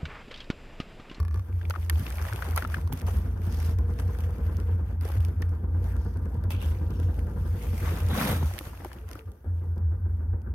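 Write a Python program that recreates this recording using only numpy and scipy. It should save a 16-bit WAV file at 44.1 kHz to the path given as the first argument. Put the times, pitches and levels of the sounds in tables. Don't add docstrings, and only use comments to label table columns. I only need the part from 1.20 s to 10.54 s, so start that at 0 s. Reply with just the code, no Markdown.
import sys
import numpy as np
from scipy import signal
from scipy.fft import rfft, irfft, next_fast_len
from scipy.io import wavfile
from scipy.ndimage import uniform_filter1d, map_coordinates

SR = 44100
rng = np.random.default_rng(int(sys.argv[2]) if len(sys.argv) > 2 else 0)


def put_to_file(sound):
    columns = np.atleast_2d(sound).T
    safe = np.clip(columns, -1, 1)
    whole_steps = np.round(safe * 32767)
    wavfile.write(sys.argv[1], SR, whole_steps.astype(np.int16))


def boost(x):
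    u = np.asarray(x, float) / 20
    return 10 ** u


N = 411894

# [t/s, rate/Hz, unevenness/0-1]
SPEED = [(0.0, 7.0, 0.36), (1.4, 7.0, 0.36), (1.7, 7.9, 0.1), (2.0, 8.89, 0.04), (2.3, 9.24, 0.03),
         (2.8, 10.06, 0.03), (3.45, 10.07, 0.03), (3.65, 9.19, 0.2), (3.9, 7.31, 0.3), (4.3, 8.6, 0.06),
         (4.7, 9.68, 0.03), (5.2, 10.71, 0.03), (6.0, 10.94, 0.03), (6.9, 10.78, 0.03), (7.35, 7.55, 0.3),
         (8.2, 5.65, 0.2), (8.6, 6.76, 0.12), (9.34, 7.7, 0.12)]
# [t/s, level/dB]
LOAD = [(0.0, -50), (0.28, -51.5), (1.17, -48), (2.05, -41), (2.84, -42), (3.5, -43), (3.8, -47.5),
        (4.45, -42.5), (5.25, -41), (6.09, -40), (6.84, -41), (7.2, -51.5), (7.4, -50), (8.05, -54.5),
        (8.2, -58), (8.27, -50.5), (8.7, -49.5), (9.34, -47)]
FIRES_AT_S = 8.715
# [f/Hz, level/dB]
EXHAUST = [(22, -65), (33, -21.5), (42, -12), (55, 14.5), (110, -12), (210, -22.5), (350, -31.5),
           (2000, -64)]
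# [f/Hz, density/dB per Hz]
CASING = [(82, 0.5), (140, 1), (275, -7.5), (406, -13), (470, -11.5), (592, -21), (948, -22), (1140, -29.5),
          (1560, -24.5), (1760, -32), (3500, -62), (4550, -64.5), (7700, -120)]
# [f/Hz, width/Hz, lift/dB]
BLOCK = [(204, 42, -9), (344.6, 15, -1), (920, 29, -1.5), (1020, 11, 3), (1189, 13, 16), (1380, 14, -0.5)]
CASING_DB, CASING_GROWS, FULL_LOAD_DB = -41, 0.7, -46.5
BOOM_HZ, BOOM_GROWS = 280, 0.9
# [order/multiple of firing rate, level/dB]
WHINE = [(44.4, -50), (48, -48.5), (51, -57)]
# [t/s, hold/s, level/dB]
BELT = [
    (2.1, 1.4, 0),
    (4.6, .9, -8),
    (5.6, 1.2, -1),
]
# [order/multiple of firing rate, level/dB]
FAN = [(89, -62), (96, -62)]
# [t/s, hold/s, level/dB]
FAN_SINGS = [
    (4.5, 1.25, 0),
]
# [f/Hz, level/dB]
SHROUD = [(400, -18), (445, -9), (478, 0), (520, -12), (560, -8), (870, -8), (940, -2), (1030, -4),
          (1070, -14)]
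VALVE_HZ, VALVE_WIDE_HZ, VALVE_DB = 1035, 80, -21
# [t/s, hold/s, level/dB]
VALVE_RINGS = [
    (2.6, .72, 0),
]
CHUFF_HZ, CHUFF_WIDE_HZ, CHUFF_DB = 335, 90, -10
SLOW_RATE_HZ = 8
# [f/Hz, width/Hz, level over load/dB]
PANELS = [(84, 12, 1), (60.34, 7, 5.5)]
UPPER_DB, LOWER_DB = 5.5, 7.5
# [t/s, peak level/dB, length/s]
SURGES = [(0.01, -24, 0.097), (0.154, -24.5, 0.12), (.37, -28, 0.15), (0.495, -25, 0.052),
          (0.647, -26.5, 0.14), (0.76, -23.5, .1), (0.997, -27.5, 0.12), (1.34, -26.5, 0.14),
          (1.514, -27.5, 0.086), (1.657, -22.5, 0.039), (1.132, -27.5, 0.031), (1.861, -26.5, 0.07),
          (1.956, -22.5, 0.096), (2.13, -34, 0.067), (2.3, -28, 0.21), (2.489, -26.5, 0.25),
          (2.66, -27, 0.13), (2.868, -24, 0.049), (3.062, -25, 0.1), (3.265, -25, .08), (3.372, -24, 0.042),
          (3.516, -23.5, 0.25), (3.804, -25, 0.088), (4.011, -21, 0.15), (4.186, -23, 0.026),
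          (4.287, -23.5, 0.14), (4.553, -26.5, 0.2), (4.702, -29, 0.22), (4.788, -30, 0.095),
          (5.05, -27, 0.086), (5.183, -25, 0.019), (5.27, -28, 0.069), (5.497, -26.5, 0.17),
          (5.666, -25, 0.06), (5.864, -24, 0.12), (6.048, -24.5, 0.045), (6.227, -23, 0.05),
          (6.326, -26, 0.025), (6.506, -26, 0.045), (6.698, -22, 0.053), (6.874, -23.5, 0.091),
          (7.208, -23.5, 0.17), (7.87, -35.5, 0.043), (7.96, -38, 0.033), (8.08, -33.5, 0.038),
          (8.29, -29, 0.035), (8.354, -25.5, 0.11), (8.512, -26, 0.089), (8.678, -21, 0.13),
          (8.844, -25.5, 0.058), (8.941, -25.5, .07), (9.024, -25, 0.055), (9.128, -24, 0.089),
          (9.278, -31.5, 0.083)]
# [t/s, peak level/dB, length/s]
HEAVES = [
    (.12, -36, 0.38),
    (1.99, -33, .06),
    (3.64, -32, 0.15),
    (4.35, -36, 0.1),
    (8.92, -31, .12),
    (9.12, -30.5, 0.18),
    (9.3, -32, .1),
]
# [t/s, peak level/dB]
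CREAK = [
    (0.0014, -30),
    (0.0296, -39),
    (0.0507, -35.5),
    (0.082, -37),
    (0.1108, -40.5),
    (0.1272, -47),
    (0.1434, -36.5),
    (0.1595, -39.5),
    (0.1747, -42),
    (0.195, -37.5),
]
# [f/Hz, width/Hz, level/dB]
SEAT = [(1160, 83, -3), (1400, 68, -12.5), (1720, 58, -11.5), (2110, 85, -21), (2430, 37, -21.5),
        (4500, 51, -22.5), (5650, 55, -22.5)]
# [t/s, peak level/dB, ring f/Hz, brightness/dB]
TICKS = [(0.4133, -31.5, 1640, -30), (0.452, -34.5, 2310, -20), (0.5061, -18, 1400, -13),
         (0.539, -25.5, 1190, -32), (.552, -28, 1500, -25), (0.5594, -22, 1240, -30),
         (0.697, -16, 1820, -14.5), (0.865, -27, 2680, -30.5), (.78, -40, 900, -25),
         (0.901, -46, 1540, -24), (0.995, -33, 1670, -26), (1.025, -37, 1380, -25),
         (1.0508, -29, 1720, -16), (1.085, -27, 1880, -25), (1.098, -25.5, 955, -25),
         (1.16, -35.5, 2600, -18), (1.348, -37, 980, -11), (1.126, -23.5, 1500, -19.5),
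         (1.223, -19.5, 1480, -30), (1.2505, -30.5, 880, -18.5), (1.263, -33.5, 1400, -25),
         (1.361, -26, 1090, -28), (1.376, -10.5, 1310, -11), (1.423, -20, 1490, -13.5),
         (1.4485, -19, 1340, -30), (1.5, -32, 1090, -6), (1.5426, -17, 1630, -17.5),
         (1.568, -31, 1460, -25), (1.584, -30, 950, -28), (1.6736, -31, 1070, -25.5),
         (1.724, -34.5, 840, -5), (1.882, -23.5, 880, -25), (2.9496, -37, 1500, -9.5),
         (3.899, -29.5, 950, -26), (4.223, -26, 1790, -16), (5.3052, -32, 2550, -14),
         (6.932, -30, 1540, -20), (6.951, -22, 1020, -22), (7.012, -20, 1410, -22), (7.061, -29, 1010, -23),
         (7.2272, -24, 910, -17), (7.266, -37, 1030, -15.5), (7.312, -30, 755, -23), (7.381, -30, 1760, -6),
         (7.4098, -33, 1100, -11), (7.532, -39, 972, -17), (7.62, -34, 750, -19), (7.648, -23.5, 830, -21),
         (7.7154, -34, 1720, -21), (7.913, -38, 1400, -18), (7.9545, -35, 1280, -21.5)]
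# [t/s, peak level/dB, f/Hz]
THUMPS = [
    (0.796, -11, 121),
    (0.818, -16.5, 154),
    (1.726, -9.5, 150),
    (4.059, -23, 121),
    (7.223, -5.5, 139.2),
          (0.498, -15, 530),
    (1.723, -13, 840),
    (1.886, -14.5, 428),
    (3.852, -12.5, 433),
    (3.899, -19, 317),
    (7.229, -30, 343),
    (7.407, -17.5, 310),
    (7.655, -14.5, 349),
    (7.954, -21.5, 308),
    (8.242, -27, 306),
]
# [t/s, hold/s, level/dB]
HUMS = [
    (7.82, .035, -54),
    (7.99, 0.049, -51.5),
]
HUM_HZ = 441
# [t/s, peak level/dB]
SNAPS = [(0.4989, -27), (0.6976, -16), (1.3626, -37.5), (1.545, -35.5), (1.675, -40), (1.7267, -28.5),
         (1.8672, -38), (2.3249, -36), (2.587, -37.5), (2.7985, -35), (3.369, -39.5), (3.811, -39.5),
         (4.005, -39), (4.2205, -33), (4.293, -48), (4.766, -42), (4.972, -45.5), (5.239, -43),
         (5.3034, -41), (5.8, -40.5), (5.992, -41), (7.338, -34), (7.3893, -23.5), (7.647, -34.5),
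         (7.731, -36.5), (8.118, -48), (8.5803, -49.5),
         (0.7771, -45), (0.7957, -35), (0.836, -45), (0.9035, -31.5), (0.924, -33.5), (0.955, -37),
           (0.9716, -36), (1.024, -34), (1.0829, -35), (1.0964, -38.5), (1.1338, -31.5), (1.1603, -32),
           (1.2224, -33.5), (1.2604, -44), (1.288, -37), (1.3099, -34), (1.4057, -41), (1.443, -36),
           (1.474, -39), (1.5774, -46), (1.6137, -40), (1.7753, -37), (1.799, -38), (1.8164, -35),
           (2.2183, -44), (2.2373, -48), (2.2524, -43), (2.4953, -41), (2.7382, -46), (2.988, -39.5),
           (3.0063, -40.5), (3.0375, -42), (3.1073, -45), (3.1832, -47), (3.401, -39.5), (3.852, -35.5),
           (4.0494, -32), (4.0845, -43), (4.642, -43), (4.8484, -49), (5.056, -48), (5.143, -49),
           (5.706, -42), (5.943, -46), (6.07, -45), (7.889, -40), (7.9132, -34.5), (7.9316, -38),
           (7.9533, -42.5), (7.991, -47), (8.5609, -56), (9.218, -52.5)]
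# [start/s, end/s, rate/Hz, level/dB]
FLURRIES = [
    (2.339, 2.48, 38, -39),
    (3.871, 3.99, 63, -40.5),
    (6.789, 6.893, 32, -34),
]
# [t/s, peak level/dB, f/Hz]
PIPS = [(.327, -47.5, 2200), (.43, -43, 3200), (.629, -37.5, 2500), (.648, -43, 6200), (.707, -33, 1290),
        (.757, -37, 2500), (.509, -30.5, 3600), (.879, -36, 2300), (.985, -36, 2300), (1.582, -45, 5000),
        (7.973, -45, 1200), (1.361, -16, 13100), (1.363, -27, 5600), (1.477, -38, 12200),
        (1.734, -26, 12500), (1.792, -38, 7000), (1.811, -36, 2500), (2.703, -46, 6300), (2.789, -37, 2200),
        (2.789, -40, 4800), (2.805, -44, 6500), (3.039, -42, 2300), (5.549, -44, 2500), (5.587, -48, 4300),
        (5.637, -52, 2600), (5.666, -49, 3200), (7.786, -46, 3000), (7.89, -41, 1500), (7.912, -48, 2200),
        (7.934, -42, 5600), (7.992, -38.5, 2700), (8.009, -43, 1600), (8.395, -61.5, 2700),
        (8.43, -63, 3000)]
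# [f/Hz, level/dB]
CRACK = [(600, -45), (1800, -0.5), (3000, -2), (5500, -4), (7400, -7.5), (12300, -1.5), (15600, -16.5),
         (16500, -40)]
# [t/s, hold/s, level/dB, rise/s, fall/s]
JACKET = [(0.524, 0.14, -59.5, 0.45, .05), (0.792, 0.5, -51.5, 0.2, 0.48),
          (1.367, 0.012, -44, 0.0068, 0.087), (1.515, 0.026, -51, 0.06, 0.13),
          (1.721, .01, -53.5, 0.0043, 0.28), (1.872, 0.025, -49, 0.014, 0.24),
          (2.25, 0.27, -55, .12, 0.055), (2.574, 0.27, -66.5, .05, 0.54),
          (2.789, 0.013, -54.5, 0.021, 0.044), (2.814, 0.55, -62, 0.12, 0.45),
          (3.708, .02, -65.5, 0.11, 0.059), (3.814, .16, -56, 0.014, 0.017),
          (4.005, 0.048, -60.5, 0.019, 0.17), (4.207, 0.034, -67, 0.056, 0.21),
          (4.66, 0.056, -60.5, 0.15, 0.17), (4.778, 0.51, -71.5, 0.12, .08),
          (5.305, 0.0073, -45.5, 0.0051, 0.071), (5.426, 0.084, -52, 0.065, 0.092),
          (5.563, 0.37, -64, .05, 0.53), (6.67, 0.07, -45.5, 0.53, 0.36), (6.98, 0.13, -36, 0.11, 0.11),
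          (7.2, 0.19, -50, 0.077, 0.56), (7.893, 0.11, -64, 0.035, 0.03), (8.31, 0.15, -75.5, 0.04, 0.065)]
STILL_DB, POP_TOP_DB = -78, -43
# [f/Hz, density/dB per Hz]
CLOTH = [(290, -31), (500, 0.5), (1540, -4), (4350, -15), (5100, -16.5), (7000, -17), (8690, -17.5),
         (12500, -12), (15700, -23)]
# [t/s, level/dB]
FOLDS = [
    (0, 0),
    (.7, -3),
    (1.3, 2),
    (2, -2.5),
    (3.5, 4),
    (6.55, -9.5),
    (6.68, 0.5),
    (7.4, -5),
    (7.95, 3),
    (8.3, -17),
]
# [t/s, hold/s, level/dB]
CRUMPLING = [
    (.85, .5, -4),
    (1.4, .2, -6),
    (3.9, .02, -4),
    (7.55, .45, -6),
]
# [start/s, end/s, f/Hz, level/dB, rise/s]
SLIDES = [
    (2.27, 2.58, 5000, -57, .04),
    (5.304, 5.45, 2850, -48, .003),
    (5.36, 5.57, 3050, -52.5, .08),
    (4.78, 5.02, 5000, -67.5, .004),
    (5.72, 5.98, 5200, -66, .04),
    (4.7, 4.8, 1700, -56, .004),
    (5.68, 6.0, 3250, -62.5, .03),
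    (6.28, 6.74, 2260, -56, .22),
    (2.87, 2.96, 5200, -60, .015),
    (5.5, 5.66, 2300, -61, .03),
]
# [t/s, level/dB]
SLEEVE = [
    (6.6, -55),
    (6.655, -37),
    (6.75, -40),
    (6.84, -47),
    (6.95, -28),
    (7.13, -29.5),
    (7.186, -39),
    (7.234, -38),
    (7.33, -59),
]
# [f/Hz, density/dB per Hz]
BRUSH = [(59, -36.5), (100, -4), (135, -2.5), (279, -6.5), (376, -17), (472, -14), (645, -19), (3000, -34),
         (3900, -21), (6600, -120)]
# [f/Hz, correlation/0-1]
ALIKE = [(130, 1), (290, 0.88), (640, 0.55), (1400, 0.28), (3000, 0.18), (8000, 0.04)]
# [f/Hz, L-R level/dB]
LEAN = [(150, 0), (400, .8), (750, 1.2), (1300, 7.5), (2500, -.5), (5000, -3.5), (12000, -5)]
# [f/Hz, phase/rad]
LEADS = [(60, .06), (1030, .25), (2200, -1), (3450, -2.6), (5000, -5), (6890, -3.7), (10000, -2),
         (16500, -2)]
# [f/Hz, width/Hz, depth/0-1]
NOTCHES = [(4000, 500, .4), (7450, 600, .7), (10900, 600, .5)]
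# [f/Hz, density/dB per Hz]
HISS = [(1500, -100), (2800, -108), (7500, -89), (12000, -74.5), (16000, -81.5)]
LOW_CUT_HZ, TOP_HZ = 31, 15850


def unit(x):
    return x / np.sqrt(np.mean(x ** 2) + 1e-20)


def along(points, hz):
    f, v = np.transpose(points)
    return np.interp(np.log(hz + 1), np.log(f + 1), v)


def curves(rows):
    s, *cols = np.transpose(rows)
    return [np.interp(np.arange(N) / SR, s, c) for c in cols]


def wobble(rate_hz):
    knots = rng.standard_normal(int(N * rate_hz / SR) + 4)
    return map_coordinates(knots, [np.arange(N) * rate_hz / SR])


def filtered(x, response):
    m = next_fast_len(N + SR // 2, real=True)
    return irfft(rfft(x, m) * response(np.fft.rfftfreq(m, 1 / SR)), m)[..., :N]


def causal(spectrum):
    def response(hz):
        ceps = irfft(np.log(boost(along(spectrum, hz)) + 1e-6))
        ceps[1:len(hz) - 1] *= 2
        ceps[len(hz):] = 0
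        return np.exp(rfft(ceps))
    return response


def peak(f, hz, width_hz):
    return 1 / (1 + ((f - hz) / (width_hz / 2)) ** 2)


def resonate(x, hz, width_hz):
    def response(f):
        damping = 1j * f * width_hz
        return (damping / (hz * hz - f * f + damping)) ** 2
    return unit(filtered(x, response))


def bandpassed(x, low_hz, high_hz):
    b, a = signal.butter(2, [low_hz, high_hz], "bandpass", fs=SR)
    return signal.lfilter(b, a, x)


def spread(pair, spectrum):
    def response(hz):
        turn = np.arccos(np.clip(along(ALIKE, hz), -1, 1)) / 2
        return boost(along(spectrum, hz)) * [np.cos(turn), np.sin(turn)]
    mid, side = filtered(pair, response)
    return unit(np.array([mid + side, mid - side]))


def patchy(depth_db, wide, long):
    z = signal.stft(rng.standard_normal((2, N)), nperseg=256)[2]
    field = uniform_filter1d(rng.standard_normal(z.shape[1:]), int(wide), 0)
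    field = uniform_filter1d(field, int(long), 1, mode="wrap")
    return signal.istft(z * boost(depth_db * unit(field)), nperseg=256)[1][:, :N]


def slow(db):
    gain = np.sqrt(np.sum(boost(db) ** 2, axis=0))
    return np.interp(np.arange(N) / SR * 1000, np.arange(db.shape[1]), gain)


def strokes(s, hold, db, rise, fall):
    t = np.arange(0, N / SR + 1 / 1000, 1 / 1000)[:, None]
    outside = np.maximum((s - t) / rise, (t - s - hold) / fall)
    return slow((db - 20 * np.maximum(outside, 0)).T)


def swells(rows):
    s, db, length = np.transpose(rows)[..., None]
    t = np.arange(0, N / SR, 1 / 1000)
    return slow(db - 24 * ((t - s) / length) ** 2)


def add_at(out, s, sound):
    out[:, round(s * SR):][:, :sound.shape[-1]] += sound


def shaft():
    turns = np.cumsum(curves(SPEED)[0]) / SR
    return turns - turns[round(FIRES_AT_S * SR)]


def firings():
    at = np.flatnonzero(np.diff(np.floor(shaft())))
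    uneven = curves(SPEED)[1][at]
    timing, strength = rng.standard_normal((2, len(at)))
    late = (0.07 * SR * uneven ** 2 * timing).astype(int)
    return np.bincount(np.clip(at + late, 0, N - 1), boost((0.6 + 4 * uneven) * strength), N)


def casing():
    load_over_full_db = curves(LOAD)[0] - FULL_LOAD_DB
    depth = 2.2 + 2 * np.minimum(curves(SPEED)[1], 0.15)
    puff = 1 + depth * uniform_filter1d(np.exp(-5 * (shaft() % 1)), size=600)
    roar = spread(unit(puff) * patchy(1.5, 3, 12), CASING)

    def ringing(f):
        return 1 + sum(boost(db) * peak(f, hz, width) for hz, width, db in BLOCK) / 2
    boom = filtered(roar, lambda f: ringing(f) / (1 + (f / BOOM_HZ) ** 6))
    boom_change = boost(BOOM_GROWS * np.minimum(load_over_full_db, 0)) - 1
    level = boost(CASING_DB + CASING_GROWS * load_over_full_db)
    return level * (filtered(roar, ringing) + boom_change * boom)


def whine(orders):
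    rate, turns = curves(SPEED)[0], shaft()
    out = np.zeros(N)
    for k, db in orders:
        level = boost(db + along(SHROUD, k * rate) + 2.2 * wobble(10))
        out += level * np.sin(2 * np.pi * k * turns + k / 100 * wobble(14))
    return out


def engine(pulses):
    rate, load_db = curves(SPEED)[0], curves(LOAD)[0]
    exhaust = boost(load_db + 3.5) * unit(filtered(pulses, causal(EXHAUST)))
    valve = boost(load_db + VALVE_DB) * resonate(pulses, VALVE_HZ, VALVE_WIDE_HZ)
    labouring = np.clip(SLOW_RATE_HZ - rate, 0, 1)
    chuff = boost(load_db + CHUFF_DB) * labouring * resonate(pulses, CHUFF_HZ, CHUFF_WIDE_HZ)
    gripping, climbing, even = (strokes(*np.transpose(rows), rise=0.38, fall=0.42)
                                for rows in (BELT, FAN_SINGS, VALVE_RINGS))
    return exhaust + chuff + casing() + gripping * whine(WHINE) + even * valve + climbing * whine(FAN)


def bodywork(pulses):
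    t, load = np.arange(N) / SR, boost(curves(LOAD)[0])
    shaking = unit(pulses) + 0.45 * rng.standard_normal(N)
    rung = load * sum(boost(db) * resonate(shaking, hz, width) for hz, width, db in PANELS)
    kick = uniform_filter1d(0.35 + np.exp(-2.5 * (shaft() % 1)), size=700)
    upper = np.sin(2 * np.pi * 85 * t + 1.76 * wobble(6.5) + 0.77 * wobble(24)) * boost(1.3 * wobble(22))
    lower = kick * np.sin(2 * np.pi * 61 * t + 1.5 * wobble(7.5)) * boost(2.2 * wobble(9))
    shaken = np.clip(4 * curves(SPEED)[1], 0, 1)
    upper_level = np.hypot(swells(SURGES), boost(UPPER_DB) * load * unit(kick))
    lower_level = np.hypot(swells(HEAVES), boost(LOWER_DB) * load * shaken)
    return rung + upper_level * unit(upper) + lower_level * unit(lower)


def flurries():
    runs = []
    for start, end, rate, db in FLURRIES:
        gap, size = rng.random((2, 40))
        s = start + (np.arange(40) + 0.52 * gap) / rate
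        runs += list(zip(s, db + 9 * (size - 0.5)))[:np.sum(s < end)]
    return runs


def burst(t):
    noise = rng.standard_normal((2, len(t))) + 0.4 * rng.standard_normal(len(t))
    return noise * (boost(-60 * t / 0.006) + 0.15 * boost(-60 * t / 0.02))


def seat():
    out, cracks = np.zeros((2, N + SR)), np.zeros((2, N + SR))
    t = np.arange(SR // 10) / SR
    for s, db in CREAK:
        ring = sum(boost(level + rng.normal(0, 2.1)) * np.exp(-np.pi * w * t) * np.sin(2 * np.pi * hz * t)
                   for hz, w, level in SEAT)
        add_at(out, s, boost(db - 1) * ring)
        add_at(cracks, s, boost(db - 2) * burst(t))
    for s, db, hz, bright_db in TICKS:
        rattle = bandpassed(rng.standard_normal((2, len(t))), hz / 2.6, hz * 1.42)
        ring = np.sin(2 * np.pi * hz * t) * boost(-60 * t / 0.013) + 1.13 * rattle * boost(-60 * t / 0.028)
        add_at(out, s, boost(db) * ring * (1 - np.exp(-t / 0.00066)))
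        add_at(cracks, s, boost(db + bright_db + 3) * burst(t))
    for s, db in SNAPS + flurries():
        add_at(cracks, s, boost(db + 3.5) * burst(t))
    for s, db, hz in PIPS:
        pop = bandpassed(burst(t), hz / 1.3, min(hz * 1.26, TOP_HZ))
        add_at(out, s, boost(db + 1) * pop / np.abs(pop).max())
    for s, db, hz in THUMPS:
        thud = sum(g * np.sin(2 * np.pi * ratio * hz * t) for ratio, g in ((1, 1), (1.703, 0.42), (2.6, 0.14)))
        decay = boost(db - 11 - 60 * t * hz / 12)
        add_at(out, s, decay * (1 - np.exp(-t / 0.0017)) * thud)
    humming = strokes(*np.transpose(HUMS), rise=0.018, fall=0.033)
    hum = humming * np.sin(2 * np.pi * HUM_HZ * np.arange(N) / SR + wobble(30))
    return out[:, :N] + hum + filtered(cracks[:, :N], causal(CRACK))


def crinkles(count=900):
    t = np.arange(SR // 100) / SR
    when, pitch, rarity, side = rng.random((4, count, 1))
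    hz = 700 * 4 ** pitch
    size = boost(-4 * np.log(rarity + 0.02))
    ring = size * np.sin(2 * np.pi * hz * t) * np.exp(-hz * t / 2)
    at = (when * N).astype(int) + np.arange(len(t))
    gains = [np.cos(side * np.pi / 2), np.sin(side * np.pi / 2)]
    return unit(np.array([np.bincount(at.ravel(), (g * ring).ravel(), N)[:N] for g in gains]))


def jacket():
    t = np.arange(N) / SR
    moving = strokes(*np.transpose(JACKET)) + boost(STILL_DB + 3.5 * wobble(8))
    full_db = curves(FOLDS)[0]
    crackle = (rng.random(N) < 120 / SR) * boost(1.9 * rng.exponential(size=N).clip(0, 2.2))
    crackle = signal.fftconvolve(crackle, boost(-60 * t[:900] / 0.014))[:N]
    grain = (1 + 0.59 * crackle) * boost(1.2 * wobble(30)) * patchy(2.1, 4.5, 5.5)
    cloth = spread(grain, CLOTH)
    bright = filtered(cloth, lambda hz: 1 / (1 + (2600 / (hz + 1)) ** 4))
    out = moving * (bright + boost(full_db) * (cloth - bright)) / np.std(bright)
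    out += np.minimum(moving, boost(POP_TOP_DB)) * boost(full_db - 15) * crinkles()
    out += moving * boost(3) * strokes(*np.transpose(CRUMPLING), rise=0.034, fall=0.17) * crinkles()
    for start, end, hz, slide_db, rise in SLIDES:
        span = slice(round(start * SR), round(end * SR))
        stroke = np.clip(np.minimum((t[span] - start) / rise, (end - t[span]) / 0.12), 0, 1)
        band = bandpassed(grain[:, span], 0.84 * hz, 1.18 * hz)
        out[:, span] += boost(slide_db) * stroke * unit(band)
    return out


def sleeve():
    t = np.arange(N) / SR
    touching = np.clip(np.minimum(t - SLEEVE[0][0], SLEEVE[-1][0] - t) / 0.11, 0, 1)
    lumps = boost(2.5 * wobble(70)) * rng.standard_normal((2, N))
    return touching * boost(curves(SLEEVE)[0]) * spread(lumps * [[1], [0.5]], BRUSH)


def scene():
    pulses = firings()
    return engine(pulses) + bodywork(pulses) + seat() + jacket() + sleeve()


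def low_pass(x):
    return signal.sosfilt(signal.butter(12, 15950, fs=SR, output="sos"), x)


def record(dry):
    half = np.array([[0.5], [-0.5]])

    def port(hz):
        lean = boost(half * along(LEAN, hz)) * np.exp(1j * half * along(LEADS, hz))
        notches = np.prod([1 - depth * peak(hz, c, width) for c, width, depth in NOTCHES], axis=0)
        low_cut = 1 / (1 + (LOW_CUT_HZ / (hz + 1)) ** 6)
        return lean * notches * low_cut * np.where(hz < TOP_HZ, 1, boost(-3))
    hiss = boost(-75) * spread(rng.standard_normal((2, N)), HISS)
    return low_pass(filtered(dry + hiss, port))


dry = scene()
out = record(dry)
put_to_file(out)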